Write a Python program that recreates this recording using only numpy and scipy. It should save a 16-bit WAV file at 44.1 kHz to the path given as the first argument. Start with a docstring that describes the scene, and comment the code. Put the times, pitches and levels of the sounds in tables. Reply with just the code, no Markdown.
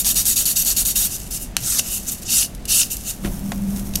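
"""Eleven quick, raspy scrubs of a hand file on a fingernail, close up in a small room, then slower slanted
sweeps. Grit catches the nail and rings the file, which taps on contact, chirps as it sticks and slips, and
grazes skin between strokes. The hands then shift on their hollow rest, which knocks and drones under the
sliding arm, while a wipe rustles against the nails. Low room rumble lies under it all."""
import sys
import numpy as np
from scipy import signal
from scipy.fft import rfft, irfft, next_fast_len
from scipy.io import wavfile
from scipy.ndimage import uniform_filter1d, map_coordinates

SR = 44100
rng = np.random.default_rng(int(sys.argv[2]) if len(sys.argv) > 2 else 0)


def master(y):
    """Save y as 16-bit WAV."""
    cut = np.clip(np.atleast_2d(y).T, -1, 1)
    pcm = np.round(cut * 32767)  # scale
    wavfile.write(sys.argv[1], SR, pcm.astype(np.int16))


N = 176400

# quick scrubs: t/s, length/s, rise/s, level/dB, brightness/(dB per octave)
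SCRUB_STROKES = [(-.06, 0.095, .015, -14, 1), (.044, 0.098, 0.025, -13.5, -0.5),
                 (.15, 0.091, 0.017, -14.5, -1), (.249, 0.11, 0.021, -14, 0),
                 (.356, 0.095, 0.011, -15, 0.5), (.453, 0.095, 0.0068, -16, 0),
                 (.554, 0.098, 0.013, -15.5, 0.5), (.647, 0.1, 0.028, -15, -0.5),
                 (.761, 0.086, 0.011, -15.5, -0.5), (.848, 0.092, 0.013, -16.5, 0),
                 (.952, .14, .012, -14.5, 0)]
# broad tone of the scrubbing rasp: f/Hz, level/dB
SCRUB_EQ = [(200, -40), (700, -19.5), (1000, -22), (1400, -17), (2300, -18), (3300, -9.5), (6000, -2),
            (9000, -1), (12300, 1), (14000, -3.5), (15700, -8)]
# the file's resonances: f/Hz, width/Hz, boost when scrubbing/dB, boost when slanted/dB
FILE_RESONANCES = [(2786, 470, 7, 14), (3720, 146, 7.5, 8.5), (4450, 260, 5, 2), (5180, 220, -2.5, 2.5),
                   (5905, 220, 5, 2.5), (6270, 240, -3, 3.5), (6720, 280, 6.5, 0.5), (7020, 260, 2.5, 4.5),
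                   (8180, 380, 3.5, 2.5), (9370, 260, 1, 0.5), (10000, 380, -3.5, -1), (10400, 360, 3, 0.5),
                   (11500, 250, 1, -1), (12800, 220, 3, 2)]
# tone of the room's rumble and hiss: f/Hz, level/dB
ROOM_TONE_EQ = [(15, -5), (28, -4), (36, 4), (48, 5.5), (62, -8), (100, -7), (150, -9.5), (200, -5.5),
                (260, -11), (450, -21.5), (720, -21.5), (1000, -29.5), (2200, -31.5), (7000, -38.5),
                (12000, -45.5), (16000, -52)]
# fader for the file grazing skin: t/s, level/dB
SKIN_FADER = [(0, -32), (1.05, -34), (1.22, -36.5), (1.29, -41.5), (1.45, -39), (1.49, -50.5), (1.563, -63),
              (1.575, -39), (1.62, -33), (1.83, -34), (2.04, -36.5), (2.16, -35), (2.21, -43), (2.46, -53),
              (2.52, -50), (2.63, -57), (2.85, -30.5), (2.88, -38.5), (3.02, -36.5), (3.13, -37.5),
              (3.18, -45), (3.3, -60)]
# taps of file and nails: t/s, level/dB, brightness/(dB per octave), t60/s, file ring/(0-1)
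NAIL_TAPS = [(0.0462, -13, -1.5, 0.015, 0.8), (0.144, -13, 5, 0.014, .6), (0.2482, -21, -4, .012, .6),
             (0.254, -7, 8, .008, .6), (.4455, -17, 3, .012, 0.5), (0.4545, -9, 5, .01, 0.5),
             (.649, -11, 9, 0.013, .6), (0.851, -14, 6, .01, .6), (1.5669, -1.5, -5, 0.011, 0.6),
             (1.5705, -17.5, -4, .008, .2), (1.7936, -8, -3.5, 0.012, 0.9), (2.549, -28, 5, 0.023, 0.5),
             (2.6538, -22.5, 2, 0.027, .8), (2.968, -19, 3.5, 0.019, 0.85), (3.519, -23, -6, 0.018, 0.5),
             (3.762, -26.5, -4, .02, .5), (3.794, -26, 1, 0.029, 0.4), (3.937, -27, -5, 0.023, 0.6),
             (3.9549, -9.5, 1, 0.018, 0.5), (3.958, -5, 4, 0.011, 0.4)]
# tone of a tap: f/Hz, level/dB
TAP_EQ = [(200, -11), (700, -18.5), (1400, -11.5), (2200, -8), (3600, 1.5), (6000, 5), (10000, 4),
          (12500, 5.5), (14000, -6), (16000, -20)]
# the file catching the nail's edge: t/s, length/s, level/dB, f/Hz, half-width/Hz
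EDGE_CATCHES = [(0.561, 0.02, -17.5, 7600, 3000), (2.42, 0.019, -24, 4550, 1600),
                (2.793, .012, -25, 4300, 2000), (2.8133, 0.0065, -15, 5250, 2900),
                (2.828, 0.0094, -17.5, 5400, 1800)]
# slanted sweeps: t/s, length/s, rise/s, fall/s, level/dB, brightness/(dB per octave),
# boost of the file's lowest resonance/dB, nail body/dB
SWEEP_STROKES = [(1.09, 0.085, 0.044, 0.0094, -26, 2, -3, 3), (1.306, 0.094, .005, 0.031, -26, 2, -6, 3.5),
                 (1.385, 0.076, 0.044, .03, -29.5, 7.5, 6, 7),
                 (1.605, 0.21, 0.1, 0.018, -20.5, -0.5, -11, 4),
                 (1.783, 0.023, 0.0091, .012, -12.5, -2.5, -11, -10),
                 (1.83, 0.08, 0.058, 0.025, -28, 2, -5, 11.5), (1.885, 0.11, 0.039, 0.015, -24, 2, 4.5, 3),
                 (2.058, 0.057, 0.047, 0.022, -21.5, 2, -7, 11),
                 (2.1, 0.053, 0.029, 0.029, -22, 8.5, -9, 21),
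                 (2.213, 0.034, .015, .015, -32.5, -0.5, -3, 0),
                 (2.24, 0.11, .05, 0.048, -28, -6.5, 1, -16), (2.278, 0.2, 0.052, .06, -16, 0, 1, -1.5),
                 (2.674, .178, 0.052, 0.034, -15, -1, 2.5, -5),
                 (2.897, 0.069, 0.019, 0.034, -23.5, 3, -1, 5),
                 (3.04, 0.094, 0.073, 0.029, -23.5, 0.5, -3.5, 2.5)]
# broad tone of the slanted rasp: f/Hz, level/dB
SWEEP_EQ = [(200, -41), (700, -21.5), (1000, -25), (1350, -16.5), (2200, -20), (3200, -13.5), (6300, -2.5),
            (8800, -3), (12300, -1.5), (14000, -8.5), (15700, -13)]
# hands and rings knocking the rest: t/s, level/dB, thud t60/s, ringing/dB, its tilt/(dB per octave)
REST_KNOCKS = [(1.7929, -28, 0.032, -3, 4), (3.238, -34, .06, -3, 0), (3.247, -26, 0.099, -4, -12),
               (3.2575, -24.5, 0.036, -6, 3), (3.273, -29.5, .05, -5, -13), (3.519, -23.5, 0.044, -0.5, 3)]
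# tone of a knock's thud: f/Hz, level/dB
THUD_EQ = [(100, -2), (330, 5.5), (600, -4), (1600, -6), (3000, -8), (5000, -15), (12000, -15),
           (16000, -43)]
# modes of the knocked rest: f/Hz, level/dB, t60/s
REST_MODES = [(330, -6.5, 0.097), (580, -9, 0.13), (698, -3, 0.072), (772, -10, .08), (1086, -11.5, .07),
              (1590, -19, .06)]
# fader for the arm's dull rubbing: t/s, level/dB
RUB_FADER = [(3.17, -43), (3.25, -29), (3.3, -27.5), (3.4, -32), (3.6, -31), (3.87, -30.5), (4, -30.5)]
# tone of that rubbing: f/Hz, level/dB
RUB_EQ = [(30, 3), (100, -0.5), (190, 3.5), (300, -9), (450, -20), (700, -17.5), (1200, -29), (3000, -56)]
# fader for the rest's drone: t/s, level/dB
DRONE_FADER = [(3.22, -50), (3.25, -25), (3.28, -26), (3.31, -46), (3.36, -28.5), (3.42, -58), (3.44, -24),
               (3.51, -30.5), (3.66, -22.5), (3.78, -27.5), (3.87, -35), (3.94, -30), (4, -36)]
# fader for the wipe's rustle: t/s, level/dB
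WIPE_FADER = [(3.18, -56), (3.25, -37.5), (3.34, -37), (3.42, -41), (3.56, -40.5), (3.65, -44), (3.73, -37),
              (3.8, -34), (3.83, -42.5), (3.87, -35), (3.91, -45.5), (3.98, -36.5)]
# tone of that rustle: f/Hz, level/dB
WIPE_EQ = [(500, -3.5), (2100, -10), (3000, -9), (4900, -9), (5600, -1), (7500, -3.5), (9200, -1),
           (12300, 0), (15500, -6)]

# the band where the grit sings: f/Hz at full speed, width as a share of f, boost/dB
SCRUB_SONG, SWEEP_SONG = (14000, 0.98, 0.93), (7900, 0.55, 2.96)
ECHO_NEAR_S, ECHO_FAR_S, ECHO_GAIN = 0.001086, 0.0019, 0.3  # the wave returning from the file's end


def amp(db):
    """Decibels to gain."""
    return 10 ** (np.asarray(db) / 20)


def unit(x):
    """Scaled to rms 1."""
    return x / np.sqrt(np.mean(x ** 2) + 1e-20)


def eq(points, hz):
    """An EQ curve in dB, drawn through points on a log frequency axis."""
    f, db = np.transpose(points)
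    return np.interp(np.log(hz + 1), np.log(f + 1), db)


def fader(points):
    """Gain per sample, shut until the first point."""
    s, db = np.transpose(points)
    return amp(np.interp(np.arange(N) / SR, s, db, left=-120))


def wobble(per_s, n):
    """A smooth random curve with per_s knots a second."""
    return map_coordinates(rng.standard_normal(4000), [np.arange(n) * per_s / SR], mode="wrap")


def coloured(x, db_of_hz):
    """x through a minimum-phase filter with the given dB response."""
    m = 2 * next_fast_len(len(x) // 2 + 2048)
    cepstrum = irfft(np.log(amp(db_of_hz(np.fft.rfftfreq(m, 1 / SR))) + 1e-6), m)
    cepstrum[1:m // 2] *= 2
    cepstrum[m // 2 + 1:] = 0
    return irfft(rfft(x, m) * np.exp(rfft(cepstrum)), m)[:len(x)]


def noise(n, colour):
    """Coloured noise at rms 1."""
    return unit(coloured(rng.standard_normal(n), colour))


def add(out, s, x):
    """Mixes x into out at time s."""
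    i = round(s * SR)
    x = x[max(-i, 0):len(out) - i]
    out[max(i, 0):max(i, 0) + len(x)] += x


def bell(hz, centre, width):
    """A bell curve peaking at 1."""
    return np.exp(-2 * ((hz - centre) / width) ** 2)


def tilt(hz, slope):
    """A treble slope in dB per octave, pivoting at 7 kHz."""
    return slope * np.log2(np.maximum(hz, 1500) / 7000)


def swell(t, length):
    """A rounded rise and fall."""
    return np.sin(np.pi * np.clip(t / length, 0, 1))


def file_ring(hz, slanted, grip_db=1.2):
    """The file's resonances in dB; each grip damps them a little differently."""
    offsets = grip_db * rng.standard_normal(len(FILE_RESONANCES))
    return sum(((sweep if slanted else scrub) + offset) * bell(hz, f, width)
               for (f, width, scrub, sweep), offset in zip(FILE_RESONANCES, offsets))


def grit(n, per_s, spread_db, share):
    """Tiny uneven impacts carry a share of the power; fine hiss is the remainder."""
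    hits = rng.random(n) < per_s / SR
    sizes = amp(spread_db * np.minimum(rng.standard_normal(n), 2.5))
    impacts = unit(hits * sizes * rng.choice([-1, 1], n))
    return np.sqrt(share) * impacts + np.sqrt(1 - share) * rng.standard_normal(n)


def stroke(length, rise, fall, colour, song, outward, chatter_db=0.18, patchy_db=2.1):
    """Grit rasps the nail as the contact travels along the file and pressure rises and falls."""
    n = SR // 4
    t = np.arange(n) / SR
    rasp = grit(n, per_s=9000, spread_db=4.5, share=0.56) * amp(chatter_db * wobble(260, n))
    travel = np.clip(t / length, 0, 1)
    delay = ECHO_NEAR_S + (ECHO_FAR_S - ECHO_NEAR_S) * (travel if outward else 1 - travel)
    rasp = rasp + ECHO_GAIN * map_coordinates(rasp, [(t - delay) * SR])
    hz, frame_s, spectra = signal.stft(rasp, SR, nperseg=256)
    speed = np.sin(np.pi * np.clip(frame_s / length, 0.05, 0.95)) ** 0.58
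    song_hz, width, boost_db = song
    singing = boost_db * bell(hz[:, None], song_hz * speed, width * song_hz * speed)  # faster is higher
    dulling = tilt(hz[:, None], 0.5 * (speed - 1))  # slower is duller
    patches = uniform_filter1d(rng.standard_normal(spectra.shape), size=4, axis=0)
    patches = unit(uniform_filter1d(patches, size=6, axis=1))  # the tone flickers
    spectra *= amp(singing + dulling + patchy_db * patches)
    rasp = coloured(signal.istft(spectra, nperseg=256)[1][:n], colour)
    press = np.sin(np.pi / 2 * np.clip(t / rise, 0, 1)) ** 1.13
    release = np.clip((length - t) / fall, 0, 1) ** 1.36
    return rasp / np.std(rasp[t < length]) * press * release


def scrubbing(fall_s=0.029, sag_db_per_s=44):
    """Quick strokes to and fro, each easing off as it runs."""
    out = np.zeros(N)
    for k, (s, length, rise, db, bright) in enumerate(SCRUB_STROKES):
        colour = lambda hz: eq(SCRUB_EQ, hz) + file_ring(hz, slanted=False) + tilt(hz, bright)
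        rasp = stroke(length, rise, fall_s, colour, SCRUB_SONG, outward=k % 2)
        add(out, s, rasp * amp(db - sag_db_per_s * np.arange(len(rasp)) / SR))
    return out


def room_tone(db=-33.5):
    """A steady bed of low rumble and faint hiss."""
    return amp(db) * noise(N, lambda hz: eq(ROOM_TONE_EQ, hz))


def room_reverb(x, t60=0.17, wet_db=-12.5):
    """Adds a faint, short answer from the table and walls."""
    t = np.arange(SR // 3) / SR
    tail = rng.standard_normal(len(t)) * amp(-60 * t / t60) * (t > 0.003)
    return x + amp(wet_db) * signal.fftconvolve(x, tail / np.linalg.norm(tail))[:N]


def skin_graze(flutter_db=1.25):
    """The file brushes skin: a soft, grainy whisper between strokes."""
    colour = lambda hz: (eq(SWEEP_EQ, hz) + 0.86 * file_ring(hz, slanted=True, grip_db=0)
                         + tilt(hz, 0.54))
    whisper = unit(coloured(grit(N, per_s=3000, spread_db=8.7, share=0.5), colour))
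    return whisper * fader(SKIN_FADER) * amp(flutter_db * wobble(70, N))


def taps(attack_s=0.00031):
    """Hard contacts of file and nails: crisp clicks coloured by the file's ring."""
    out = np.zeros(N)
    t = np.arange(SR // 6) / SR
    attack = 1 - np.exp(-t / attack_s)
    for s, db, bright, t60, ring in NAIL_TAPS:
        colour = lambda hz: (eq(TAP_EQ, hz) + ring * file_ring(hz, slanted=True, grip_db=0)
                             + tilt(hz, bright))
        add(out, s, noise(len(t), colour) * attack * amp(db - 60 * t / t60))
    return out


def catches(peak_db=30):
    """Brief chirps where the file sticks and slips on the nail's edge."""
    out = np.zeros(N)
    t = np.arange(SR // 8) / SR
    for s, length, db, pitch, half_width in EDGE_CATCHES:
        colour = lambda hz: (peak_db * bell(hz, pitch, 2 * half_width)
                             + file_ring(hz, slanted=True, grip_db=0))
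        add(out, s, amp(db) * noise(len(t), colour) * swell(t, length))
    return out


def sweeping(nail_hz=1500, nail_width_hz=2700):
    """Single passes with the file slanted along the nail's side."""
    out = np.zeros(N)
    low_hz, low_width = FILE_RESONANCES[0][:2]
    for k, (s, length, rise, fall, db, bright, low_db, body_db) in enumerate(SWEEP_STROKES):
        colour = lambda hz: (eq(SWEEP_EQ, hz) + file_ring(hz, slanted=True) + tilt(hz, bright)
                             + low_db * bell(hz, low_hz, low_width)
                             + body_db * bell(hz, nail_hz, nail_width_hz))
        add(out, s, amp(db) * stroke(length, rise, fall, colour, SWEEP_SONG, outward=k % 2))
    return out


def fingertip_bump(start_s=1.6, length_s=0.052, hz=125, db=-29):
    """A fingertip presses on the table: one dull, low bump."""
    out = np.zeros(N)
    t = np.arange(SR // 8) / SR
    add(out, start_s, amp(db) * swell(t, length_s) * np.sin(2 * np.pi * hz * t))
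    return out


def knocks():
    """Hands and rings thud softly on the hollow rest and set its modes ringing."""
    out = np.zeros(N)
    t = np.arange(SR // 6) / SR
    for s, db, t60, ring_db, slope in REST_KNOCKS:
        thud = noise(len(t), lambda hz: eq(THUD_EQ, hz)) * amp(-60 * t / t60)
        ring = sum(amp(mode_db + slope * np.log2(f / 700) - 60 * t / life) * np.sin(2 * np.pi * f * t)
                   for f, mode_db, life in REST_MODES)
        add(out, s, amp(db) * (thud + amp(ring_db) * ring))
    return out


def arm_slide(drone_hz=198, wander_hz=1.9, flutter_db=1):
    """The sliding arm rubs the hollow rest and keeps its lowest mode droning."""
    pitch = drone_hz + wander_hz * wobble(25, N)
    drone = unit(np.sin(2 * np.pi * np.cumsum(pitch) / SR) * amp(flutter_db * wobble(45, N)))
    rub = noise(N, lambda hz: eq(RUB_EQ, hz))
    return fader(DRONE_FADER) * drone + fader(RUB_FADER) * rub


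def wipe(flutter_db=1):
    """A soft wipe rustles against the nails: light crackle over hiss."""
    crackle = grit(N, per_s=700, spread_db=7.5, share=0.36)
    rustle = unit(coloured(crackle, lambda hz: eq(WIPE_EQ, hz)))
    return rustle * fader(WIPE_FADER) * amp(flutter_db * wobble(54, N))


def scene():
    """Mono mix: nail work with a touch of reverb, dry handling sounds, room tone beneath."""
    bed = room_tone()
    nail_work = scrubbing() + sweeping() + catches() + taps() + skin_graze() + wipe()
    handling = fingertip_bump() + knocks() + arm_slide()
    return (room_reverb(nail_work) + handling + bed)[None]


def record(dry, top_hz=15780):
    """Clips peaks at full scale, then cuts everything above top_hz."""
    m = next_fast_len(N + SR // 4)
    passband = np.fft.rfftfreq(m, 1 / SR) < top_hz
    return irfft(rfft(np.clip(dry, -1, 1), m) * passband, m)[..., :N]


dry = scene()
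out = record(dry)
master(out)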